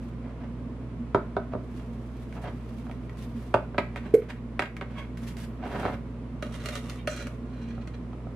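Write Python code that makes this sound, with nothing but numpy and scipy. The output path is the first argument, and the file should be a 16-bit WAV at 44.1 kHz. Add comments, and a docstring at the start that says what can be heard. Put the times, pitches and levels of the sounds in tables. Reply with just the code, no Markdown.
"""A metal spoon digs through drink powder in a tin and knocks on its wall, at a kitchen counter.
Before that one tin is set down, and a second is fetched; its lid comes off with a hollow pop and is laid aside.
The tin squeaks and is dragged closer. An appliance hums throughout. Knocks are short bursts that ring a set
of modes, rubbing is a stream of tiny slips, the pop is a rising tone of air, and the hum is tones over noise.
A noise-built room answers every sound on the counter."""
import sys
import numpy as np
from scipy import signal
from scipy.fft import rfft, irfft, next_fast_len
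from scipy.io import wavfile
from scipy.ndimage import uniform_filter1d, map_coordinates

SR = 44100
rng = np.random.default_rng(int(sys.argv[2]) if len(sys.argv) > 2 else 0)


def wav_out(sig):
    """Save sig, one row per channel (or a flat mono array), as 16-bit PCM at SR to the path in sys.argv[1]."""
    wavfile.write(sys.argv[1], SR, np.round(np.clip(np.atleast_2d(sig).T, -1, 1) * 32767).astype(np.int16))


N = 368235
TIME = np.arange(N) / SR


def undb(db):
    """Turn decibels into gain."""
    return 10 ** (np.asarray(db) / 20)


def unit(x):
    """Scale to an average (rms) level of 1."""
    return x / np.sqrt(np.mean(x ** 2))


def colour(x, points):
    """Raise or lower each pitch of a sound, following a curve of (pitch_hz, level_db) points."""
    hz, db = np.transpose(points)
    size = next_fast_len(len(x))
    bins_hz = np.maximum(np.arange(size // 2 + 1) * SR / size, 1)
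    gain = undb(np.interp(np.log(bins_hz), np.log(hz), db))
    return irfft(rfft(x, size) * gain, size)[:len(x)]


def band(x, low_hz, high_hz):
    """Keep only the pitches between two limits."""
    edges_hz = [low_hz, min(high_hz, .48 * SR)]
    return signal.sosfilt(signal.butter(3, edges_hz, "band", fs=SR, output="sos"), x)


def add(track, s, sound):
    """Mix a sound into a track at time s, in seconds."""
    i = int(s * SR)
    track[i:i + len(sound)] += sound[:N - i]


def fade(t, t60):
    """Die away smoothly, falling 60 dB in t60 seconds."""
    return np.exp(-np.log(1000) * t / t60)


# How far left and right differ. Columns: pitch_hz, side_against_mid_db
STEREO_WIDTH = [(60, -4), (250, -20), (500, -12.5), (1000, -6), (2000, -2.5), (4000, -0.5), (8000, 1.5)]


def spread(mid, side):
    """Make left and right: more alike in the bass, less alike in the treble."""
    side = colour(side, STEREO_WIDTH)
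    return np.array([mid + side, mid - side])


# Noise of moving air. Columns: pitch_hz, level_db
RUMBLE_COLOUR = [(20, -11), (40, -8.5), (85, -6), (140, 0), (170, 4), (208, -3), (232, 13), (255, 5),
                 (290, -5.5), (330, -3.5), (370, -8.5), (430, -6), (520, -10.5), (680, -14.5), (800, -20.5),
                 (1030, -16.5), (1600, -27), (2200, -28.5), (3200, -36), (4200, -41.5), (6500, -48.5),
                 (10500, -51), (13000, -61), (15500, -72)]
# Steady tones of motor and mains. Columns: pitch_hz, level_db (rms)
HUM_TONES = [(58.7, -41), (120, -43)]
# Brief drops of the background, before they are smoothed. Columns: start_s, level_db
BACKGROUND_DIPS = [(3.79, -0.5), (4.152, -7), (4.31, -3), (4.61, -9.5)]


def appliance():
    """Motor and mains tones hum under the rumble of moving air; the level dips briefly at the listed moments."""
    mid, side = (unit(colour(rng.standard_normal(N), RUMBLE_COLOUR)) for _ in range(2))
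    rumble = undb(-39.5) * spread(mid, side)
    hum = sum(undb(db) * np.sqrt(2) * np.sin(2 * np.pi * (hz * TIME + rng.random()))
              for hz, db in HUM_TONES)
    recovery_s = 0.094
    dips_db = sum(db * (TIME > s) * np.exp(-np.abs(TIME - s) / recovery_s) for s, db in BACKGROUND_DIPS)
    return (hum + rumble) * undb(uniform_filter1d(dips_db, size=SR // 50))


# How long the room rings. Columns: pitch_hz, t60_s (time to fall 60 dB)
ROOM_FADE = [(150, 0.45), (600, 0.25), (2000, 0.32), (6000, 0.22), (14000, 0.55)]


def room_tail(build_s, near_gain, near_t60):
    """Dense early reflections off counter and cupboards, then the room's decay, octave by octave."""
    t = TIME[:SR // 2]
    hz, t60 = np.transpose(ROOM_FADE)
    tail = 0
    for low_hz in 88 * 2. ** np.arange(8):
        noise = band(rng.standard_normal(len(t)), low_hz, 2 * low_hz)
        tail = tail + noise * fade(t, np.interp(low_hz * np.sqrt(2), hz, t60))
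    tail = tail * np.minimum(t / build_s, 1) * (1 + near_gain * fade(t, near_t60))
    return tail / np.sqrt(np.sum(tail ** 2))


def kitchen(x, walls, wet_db, pan_db):
    """Direct sound (pan: left minus right), one slap off the wall behind the counter, and the room's answer."""
    slap_s, slap_db = .0066, -14  # the level is against the room's answer
    slap = undb(slap_db + wet_db) * np.interp(TIME - slap_s, TIME, x, left=0)
    direct = (x + slap) * undb(np.array([[pan_db], [-pan_db]]) / 2)
    answer = signal.fftconvolve(x[None], walls, axes=1)[:, :N]
    return direct + undb(wet_db) * answer


def ring(modes, scatter_db, detune):
    """A body rings in close pairs of tones, each pair shifted, split and weighted at random for every blow."""
    t, out = TIME[:SR // 6], 0
    for hz, db, t60 in modes:
        size, shift, split = rng.standard_normal(3)
        pair = sum(np.sin(2 * np.pi * hz * (1 + detune * (shift / 2 + way * split)) * t)
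                   for way in (-1, 1)) / 2
        out = out + undb(db + scatter_db * size) * pair * fade(t, t60)
    return out


# Pitch bands in which each blow is balanced. Columns: low_hz, high_hz
BLOW_BANDS = [(70, 300), (300, 700), (700, 1400), (1400, 4500), (4500, 14000)]


def blows(rows, modes, voice, crack_colour, detune, crack_db, crack_t60, gain_db):
    """Each blow pushes, cracks and rings a body; hard contact is brighter, firm contact thumps more."""
    out, t = np.zeros(N), TIME[:SR // 6]
    pivot_hz = 1000  # hardness tilts the sound around this pitch
    octaves = np.log2(np.array(BLOW_BANDS[1:]) / pivot_hz).mean(axis=1)
    voice_hz, voice_db = np.transpose(voice)
    radiated_db = np.interp(octaves, np.log2(voice_hz / pivot_hz), voice_db)
    push = undb(10.5) * fade(t, 0.00068)  # a single pressure pulse
    for s, level_db, hardness, thump_db in rows:
        crack = colour(rng.standard_normal(len(t)), crack_colour) * fade(t, crack_t60)
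        hit = ring(modes, scatter_db=2.5, detune=detune) + undb(crack_db) * crack + push
        parts = [band(hit, low, high) for low, high in BLOW_BANDS]
        gains = undb(level_db + np.append(thump_db, radiated_db + hardness * octaves))
        # each band is first evened out over its opening 25 ms
        add(out, s, sum(g * p / np.std(p[:SR // 40]) for g, p in zip(gains, parts)))
    return out * undb(gain_db)


def friction(slips_per_s, scatter_db, hiss, catch_db):
    """Tiny slips of uneven size over the hiss of the smoothest ones; the contact catches and lets go by turns."""
    is_slip = rng.random(N) < slips_per_s / SR
    sizes = undb(scatter_db * np.minimum(rng.exponential(size=N), 4))
    slips = is_slip * rng.choice([-1, 1], N) * sizes
    catch_times = TIME[::SR // 90]
    catches = np.interp(TIME, catch_times, rng.standard_normal(len(catch_times)))
    return (unit(slips) + hiss * rng.standard_normal(N)) * undb(catch_db * np.clip(catches, -2, 2))


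def strokes(rows, peak_share, swell):
    """Each stroke presses harder up to a share of its length, then eases off; higher swell is more pointed."""
    out, share = np.zeros(N), np.clip(peak_share, .05, .95)
    for s, length, db in rows:
        progress = TIME[:int(length * SR)] / length
        add(out, s, undb(db) * np.interp(progress, [0, share, 1], [0, 1, 0]) ** swell)
    return out


def pressed(x, modes, damping_hz, floor_db):
    """A body rubbed under pressure: its ringing tones widen into resonances."""
    hz = np.geomspace(100, 16000, 600)
    power = 0
    for mode_hz, db, t60 in modes:
        half_width_hz = damping_hz / 2 + np.log(1000) / (2 * np.pi * t60)
        power = power + undb(db) ** 2 / (1 + ((hz - mode_hz) / half_width_hz) ** 2)
    response_db = 10 * np.log10(power + undb(floor_db) ** 2)
    return unit(colour(x, np.transpose([hz, response_db])))


def wander(x, drift, moves_per_s):
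    """The point of contact travels, so the resonances slide a little up and down."""
    knots = np.arange(0, TIME[-1] + 1, 1 / moves_per_s)
    speed = drift * np.interp(TIME, knots, rng.uniform(-0.993, 1, len(knots)))
    return map_coordinates(x, [np.cumsum(1 + speed - speed.mean())], mode="mirror")


# Fingers on the tin. Columns: start_s, length_s, level_db (before a shared trim)
HAND_STROKES = [(0, 0.1, -65), (1.55, 1.75, -66), (1.7, 0.11, -69.5), (2.22, 0.032, -66),
                (2.315, 0.056, -63), (2.41, 0.044, -63), (2.635, 0.068, -68), (2.72, 0.13, -68),
                (3.17, 0.087, -54), (3.29, 0.27, -61), (5.17, 0.16, -54), (5.365, 0.094, -49),
                (5.64, 0.31, -54.5)]
# Sound of skin on the tin. Columns: pitch_hz, level_db
HAND_TONE = [(400, -11), (1500, 9), (3000, 4), (5000, -1.5), (8000, -6.5), (12000, -7), (15000, -11)]


def hand_rub():
    """Fingers brush the tin: uneven slips and hiss, shaped into a soft treble rustle."""
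    rub = unit(colour(friction(900, scatter_db=3.0, hiss=0.8, catch_db=4.0), HAND_TONE))
    return rub * strokes(HAND_STROKES, peak_share=0.51, swell=0.37)


# The first tin touching down. Columns: start_s, level_db, hardness_db_per_octave, thump_db;
# levels are before the function's gain
FIRST_TIN_BLOWS = [(1.1465, -18.5, 0, -4), (1.3665, -26, -0.5, -3.5), (1.535, -35.5, -2.5, 1.5),
                   (1.551, -37.5, -5.5, 10)]
# Tones the first tin rings with. Columns: pitch_hz, level_db, t60_s
FIRST_TIN_RING = [(101, 4, 0.035), (246, -1.5, 0.058), (400, -8.5, 0.14), (520, -1, 0.025), (641, 5, 0.026),
                  (770, -3.5, 0.027), (931, -6.5, 0.03), (1062, -5.5, 0.039), (1300, -7.5, 0.027),
                  (1390, -8.5, 0.027), (1700, -10, 0.03), (1965, -8.5, .035), (2280, -15, 0.035),
                  (3800, -16, .022)]
# How the first tin sends out a middling blow. Columns: pitch_hz, level_db
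FIRST_TIN_OUTPUT = [(460, 2.5), (1000, -0.5), (2500, -16), (7900, -39.5)]
# Crack of contact, for both tins. Columns: pitch_hz, level_db
TIN_CONTACT = [(500, 7), (1400, 5), (1750, -2), (2400, -1), (3000, -10), (4000, -11), (5500, -19),
               (9000, -21), (14000, -31)]


def first_tin_knocks():
    """The first tin knocks as it is set down: contact cracks make its body ring."""
    return blows(FIRST_TIN_BLOWS, FIRST_TIN_RING, FIRST_TIN_OUTPUT, TIN_CONTACT,
                 detune=.022, crack_db=11, crack_t60=0.018, gain_db=-5.5)


# Knocks of the second tin. Columns: start_s, level_db, hardness_db_per_octave, thump_db;
# levels are before the function's gain
SECOND_TIN_BLOWS = [(2.867, -48, 3, -13), (2.896, -44, 1, -13), (3.541, -18.5, 2.5, -25),
                    (3.5443, -18, -1, -7), (5.659, -43, -7, 6), (5.797, -40, -4, 5), (5.831, -33.5, 1, -1),
                    (5.852, -28, 0, -3), (5.882, -34.5, -1, -3), (5.897, -40.5, -4, 5),
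                    (7.779, -47, -5, 11), (8.131, -47, 1, 1), (8.269, -48, -5.5, 12)]
# Tones the second tin rings with. Columns: pitch_hz, level_db, t60_s
SECOND_TIN_RING = [(102, 5, 0.035), (250, -1, 0.057), (402, -10, 0.14), (566, 2.5, 0.028), (670, 2, 0.024),
                   (782, 5, 0.03), (900, -2, 0.03), (1054, -2, 0.035), (1260, -2, 0.03), (1350, 2, 0.026),
                   (1650, -9, .025), (2250, -7, .03), (2520, -11, 0.03), (3080, -16, .022)]
# How the second tin sends out a middling blow. Columns: pitch_hz, level_db
SECOND_TIN_OUTPUT = [(460, 0.5), (1000, 0.5), (2500, -13.5), (7900, -39.5)]


def second_tin_knocks():
    """The second tin knocks when it is moved: contact cracks make its body ring."""
    return blows(SECOND_TIN_BLOWS, SECOND_TIN_RING, SECOND_TIN_OUTPUT, TIN_CONTACT,
                 detune=.022, crack_db=9.5, crack_t60=0.018, gain_db=-5.5)


# Tin sliding. 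Columns: start_s, length_s, level_db (before a shared trim)
TIN_STROKES = [(.22, 0.11, -47), (.38, 0.093, -42.5), (1.51, 0.038, -37.5), (2.32, 0.084, -43.5),
               (2.405, 0.11, -40.5), (2.437, .06, -34.5), (5.585, 0.12, -37), (5.675, 0.15, -33.5),
               (5.78, 0.15, -32), (5.922, 0.042, -35)]
# Sound of the sliding tin. Columns: pitch_hz, level_db
TIN_DRAG_TONE = [(40, -11), (95, 5), (200, 2), (400, -2), (650, 2.5), (850, -4), (1200, -8), (1600, -9.5),
                 (2200, -14.5), (3000, -22), (5000, -35), (9000, -52), (14000, -54)]


def tin_drag():
    """A tin slides: sparse slips and hiss, shaped into a low rub."""
    drag = unit(colour(friction(600, scatter_db=1.5, hiss=0.48, catch_db=3.0), TIN_DRAG_TONE))
    return drag * strokes(TIN_STROKES, peak_share=0.57, swell=0.62)


# The tin's base skidding on the counter. Columns: start_s, length_s, level_db
SKID_STROKES = [(4.952, .1, -44.5)]
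# How fast the base sticks and slips. Columns: time_s, pitch_hz
SKID_SLIP_RATE = [(4.96, 562), (5.0, 550), (5.04, 538), (5.08, 516)]
# Tones of the tin's rim. Columns: pitch_hz, level_db, t60_s
SKID_RING = [(610, 1, 0.07), (1070, 4.5, 0.06), (1620, -5, .04), (2190, 5.5, 0.07), (3310, -6, 0.05)]


def tin_skid(rough, hiss):
    """The tin's base sticks and slips in a short, rough squeak that sags as the tin lifts."""
    jitter = unit(uniform_filter1d(rng.standard_normal(N), size=SR // 400))
    slip_hz = np.interp(TIME, *np.transpose(SKID_SLIP_RATE)) * (1 + rough * jitter)
    phase = 2 * np.pi * np.cumsum(slip_hz) / SR
    squeak = unit(sum(np.cos(k * phase) for k in range(1, 7)))
    rub = squeak + hiss * friction(1500, scatter_db=-1.0, hiss=.6, catch_db=3.0)
    body = pressed(rub, SKID_RING, damping_hz=90, floor_db=-45)
    return body * strokes(SKID_STROKES, peak_share=0.33, swell=0.65)


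# Lid sliding. Columns: start_s, length_s, level_db (before a shared trim)
LID_STROKES = [(3.9, 0.23, -55.5), (3.957, 0.029, -44), (4.12, 0.28, -58), (4.285, 0.034, -43.5),
               (4.88, .18, -51.5)]
# Sound of the sliding lid. Columns: pitch_hz, level_db
LID_TONE = [(300, -7), (600, 3), (1000, 0), (1700, 4), (2400, 0.5), (3500, -8.5), (5000, -17),
            (9000, -26.5), (14000, -32)]


def lid_slide():
    """The plastic lid slides: dense slips and hiss, brighter than the tin."""
    slide = unit(colour(friction(2000, scatter_db=1.0, hiss=1.0, catch_db=4.0), LID_TONE))
    return slide * strokes(LID_STROKES, peak_share=0.58, swell=0.47)


# Snaps and knocks of the lid, and from 5.17 s faint ticks of fingers.
# Columns: start_s, level_db, hardness_db_per_octave, thump_db; levels are before the function's gain
LID_AND_FINGER_BLOWS = [(2.326, -52, 0.5, -8), (2.913, -54, 2, -1), (3.095, -52, 1, -8),
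                        (3.745, -42, -9.5, 5), (3.781, -25.5, -5.5, 0), (3.784, -24.5, -3, 3),
                        (3.96, -38, -1, -22), (4.059, -47, -9.5, 13.5), (4.1425, -48.5, 5.5, -6),
                        (4.22, -52, -4, 8), (4.303, -48, 2.5, -10), (4.5935, -24.5, -1.4, -15),
                        (4.621, -32.5, -1, -5), (4.637, -41.5, -2.5, -14), (4.657, -44.5, -1.5, -14),
                        (4.767, -48, 3, -6), (4.8115, -36, -3, -22), (4.822, -40, -5, -12),
                        (5.173, -60, 6, -6), (5.272, -66, 8, -3), (5.369, -63, 9, -3)]
# Tones the lid rings with. Columns: pitch_hz, level_db, t60_s
LID_RING = [(200, 2, 0.04), (402, -1, 0.066), (594, 5, 0.045), (773, 2, 0.026), (960, -2, 0.034),
            (1100, 1.5, 0.035), (1270, 4, 0.027), (1565, 3.5, 0.032), (1950, 5.5, 0.026),
            (2157, 6.5, 0.026), (2420, -2.5, 0.021), (2830, -6.5, 0.026), (3170, -6, 0.016),
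            (4250, -18, .018)]
# How the lid sends out a middling blow. Columns: pitch_hz, level_db
LID_OUTPUT = [(460, -4.5), (1000, -0.5), (2500, 2.5), (7900, -18)]
# Crack of contact with the lid. Columns: pitch_hz, level_db
LID_CONTACT = [(500, 8.5), (2300, 4), (3200, -9), (4800, -16), (7000, -16), (9000, -21.5), (14000, -25)]


def lid_snaps_and_finger_ticks():
    """The plastic lid snaps and knocks with a crack and a brief ring; faint finger ticks share its tones."""
    return blows(LID_AND_FINGER_BLOWS, LID_RING, LID_OUTPUT, LID_CONTACT,
                 detune=.022, crack_db=12, crack_t60=0.027, gain_db=-5.5)


# Echoes of the pop from nearby things. Columns: delay_s, level_db (against the pop)
POP_REFLECTIONS = [(.018, -12.5), (0.037, -15), (.051, -19), (.08, -28)]
# Air forced past the lid's rim. Columns: pitch_hz, level_db
PUFF_TONE = [(1000, -2), (4000, -3), (8000, -4), (11500, 3), (15000, -1)]


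def lid_pop(swell_s, hold_s, t60, glide, opening_s, puff_db):
    """Air in the tin booms and hisses past the rim as the lid lifts; its pitch rises as the mouth opens."""
    out, t = np.zeros(N), TIME[:SR // 8]
    pop_s, open_hz = 4.1385, 469  # open_hz is the pitch the glide arrives at
    hz = open_hz * (1 - glide * np.exp(-t / opening_s))
    tone = np.sin(2 * np.pi * np.cumsum(hz) / SR)
    puff = undb(puff_db) * unit(colour(rng.standard_normal(len(t)), PUFF_TONE))
    pop = (tone + puff) * np.minimum(t / swell_s, 1) * fade(np.maximum(t - hold_s, 0), t60)
    add(out, pop_s, pop)
    for delay, db in POP_REFLECTIONS:
        add(out, pop_s + delay, undb(db) * pop)
    return out * undb(-6.5)


# Spoon knocks. Columns: start_s, level_db, hardness_db_per_octave, thump_db;
# levels are before the function's gain
SPOON_BLOWS = [(1.796, -55, -1, -2), (6.4245, -36, -1.5, 2), (6.466, -49.5, -2.5, -5), (6.542, -51, 1, 1),
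               (6.6035, -54, 1, -8), (6.639, -52, 0.5, -8), (6.6585, -39, 2.2, -12), (6.687, -38, 1.3, -11),
               (6.754, -41.5, 2.5, -12), (6.857, -60, 1.5, -5), (6.897, -48.5, 4, 2),
               (7.0738, -29.5, -0.8, -13), (7.163, -56.5, 5.5, -10), (7.206, -52, 1.5, -6),
               (7.224, -51, 2.5, -8), (7.2695, -43.5, 0, -5), (7.874, -48.5, 0, 5)]
# Tones heard when the spoon knocks or scrapes. Columns: pitch_hz, level_db, t60_s
SPOON_RING = [(602, 6.5, 0.043), (1274, 3, 0.058), (1430, 3, 0.052), (1650, -4, 0.027), (1953, 1.5, 0.048),
              (2420, 2, 0.031), (2840, -1.5, 0.066), (3270, -4.5, 0.053), (4010, -5.5, 0.035),
              (4260, -6.5, 0.052), (5080, -13, .05), (5850, -8, 0.04), (5990, -12, 0.037),
              (6620, -15, 0.05), (7100, -16, 0.025), (7700, -17, 0.02), (8360, -20, 0.02)]
# How the spoon sends out a middling blow. Columns: pitch_hz, level_db
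SPOON_OUTPUT = [(460, 3.5), (1000, -1.5), (2500, 0.5), (7900, -9)]
# Crack of contact with the spoon. Columns: pitch_hz, level_db
SPOON_CONTACT = [(400, -10), (600, 4), (780, -20), (1000, -8), (1300, 3), (2000, 4), (2900, 2),
                 (3600, -7.5), (4300, -4), (5400, -17), (6000, -14), (9000, -17), (14000, -26)]


def spoon_knocks():
    """The metal spoon knocks on the tin's wall: bright cracks with a ring whose pitches vary little."""
    return blows(SPOON_BLOWS, SPOON_RING, SPOON_OUTPUT, SPOON_CONTACT,
                 detune=.022 / 4, crack_db=17.5, crack_t60=0.029, gain_db=-6.0)


# Spoon scraping the wall. Columns: start_s, length_s, level_db (before a shared trim)
SCRAPE_STROKES = [(6.53, 0.31, -53), (7.075, 0.12, -39.5), (7.16, 0.15, -44.5), (7.46, 0.45, -57.5),
                  (7.607, 0.047, -52.5), (7.677, 0.044, -51.5), (7.81, 0.027, -54), (7.935, 0.03, -52.5)]
# Metal slipping on metal. 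Columns: pitch_hz, level_db
SCRAPE_TONE = [(600, -4), (1100, -15), (1450, -0.5), (2800, -3.5), (4250, 0), (5100, 2), (6500, 9),
               (9000, 5), (14000, -1)]
# Treble lost when the spoon barely presses. Columns: pitch_hz, level_db
LIGHT_TOUCH_TONE = [(4400, 2.5), (6000, -18), (7500, -32)]


def spoon_scrape():
    """Metal slips on metal as the spoon scrapes the wall, brighter the harder it presses."""
    slips = colour(friction(1200, scatter_db=2.0, hiss=0.31, catch_db=3.0), SCRAPE_TONE)
    bright = wander(pressed(slips, SPOON_RING, damping_hz=30, floor_db=-29), drift=0.011, moves_per_s=18)
    dull = colour(bright, LIGHT_TOUCH_TONE)
    pressure = strokes(SCRAPE_STROKES, peak_share=0.25, swell=0.89)
    return (dull + (bright - dull) * pressure / pressure.max()) * pressure


# Spoon lifting along the wall. Columns: start_s, length_s, level_db (before a shared trim)
SQUEAK_STROKES = [(6.97, 0.065, -52)]
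# Spoon and tin while the bowl is buried in powder. Columns: pitch_hz, level_db, t60_s
BURIED_RING = [(573, 3, .04), (1214, 2.5, .06), (1820, -11, .08), (2040, -1.5, .08), (2330, -6, .04),
               (2810, -4.5, .1), (3130, -10, .05), (3680, -7, 0.091), (4300, -13, .05), (5420, -14, .04),
               (6480, -17, .04)]


def spoon_squeak():
    """The spoon squeaks as it lifts along the wall: noise passes through narrow resonances."""
    noise = band(rng.standard_normal(N), 1900, 4100)
    squeak = pressed(noise, BURIED_RING, damping_hz=4, floor_db=-33)
    return squeak * strokes(SQUEAK_STROKES, peak_share=.45, swell=.8)


# Spoon digging in powder. Columns: start_s, length_s, level_db (before a shared trim)
DIG_STROKES = [(6.42, 0.11, -52.5), (6.52, 0.082, -44), (6.6, 0.19, -46.5), (6.715, 0.1, -43.5),
               (6.81, 0.19, -47), (7.08, 0.29, -56), (7.37, 0.48, -65)]
# How the powder dulls the sound. 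Columns: pitch_hz, level_db
POWDER_TONE = [(300, -9), (570, 0), (850, -5), (1200, -0.5), (9500, 0.5), (13000, -7), (15500, -16)]


def powder_dig():
    """The spoon crunches through fine powder and coarse grains, whose slips shake spoon and tin."""
    grit = unit(friction(130, scatter_db=2.0, hiss=0, catch_db=1.0))
    crunch = friction(1100, scatter_db=1.0, hiss=0.4, catch_db=3.0) + undb(-2) * grit
    powder = wander(pressed(crunch, BURIED_RING, damping_hz=75, floor_db=-23.5), drift=.06, moves_per_s=12)
    powder = unit(colour(powder, POWDER_TONE))
    return powder * strokes(DIG_STROKES, peak_share=0.29, swell=0.45)


def scene():
    """Everything but the hum happens on the counter, a little right of centre."""
    mid = room_tail(build_s=0.0062, near_gain=1.53, near_t60=0.094)
    side = undb(3.0) * room_tail(build_s=0.00057, near_gain=5.4, near_t60=0.023)
    walls = spread(mid, side)
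    handling = undb(-1.32) * (hand_rub() + tin_drag() + lid_slide()) + tin_skid(rough=.032, hiss=2.2)
    pop = lid_pop(swell_s=0.002, hold_s=0.014, t60=0.018, glide=0.3, opening_s=0.0043, puff_db=-40.0)
    scooping = undb(-2.0) * (spoon_scrape() + spoon_squeak() + powder_dig())
    out = appliance()
    out = out + kitchen(handling, walls, wet_db=-2.5, pan_db=-1.0)
    out = out + kitchen(first_tin_knocks(), walls, wet_db=-2.0, pan_db=-1.4)
    out = out + kitchen(second_tin_knocks(), walls, wet_db=-3.5, pan_db=-1.5)
    out = out + kitchen(lid_snaps_and_finger_ticks(), walls, wet_db=-4.0, pan_db=-1.0)
    out = out + kitchen(pop, walls, wet_db=-17, pan_db=-0.5)
    out = out + kitchen(spoon_knocks(), walls, wet_db=-3.5, pan_db=-1.5)
    out = out + kitchen(scooping, walls, wet_db=-4.0, pan_db=-2.0)
    lean_db = -1.5  # left minus right, for the whole mix
    return out * undb(np.array([[lean_db], [-lean_db]]) / 2)


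def record(dry):
    """The microphone loses the deepest bass and the very top."""
    x = signal.sosfilt(signal.butter(2, 22, "high", fs=SR, output="sos"), dry)
    x = signal.sosfilt(signal.butter(3, 13000, fs=SR, output="sos"), x)
    return signal.sosfilt(signal.ellip(8, .2, 70, 15600, fs=SR, output="sos"), x)


dry = scene()
out = record(dry)
wav_out(out)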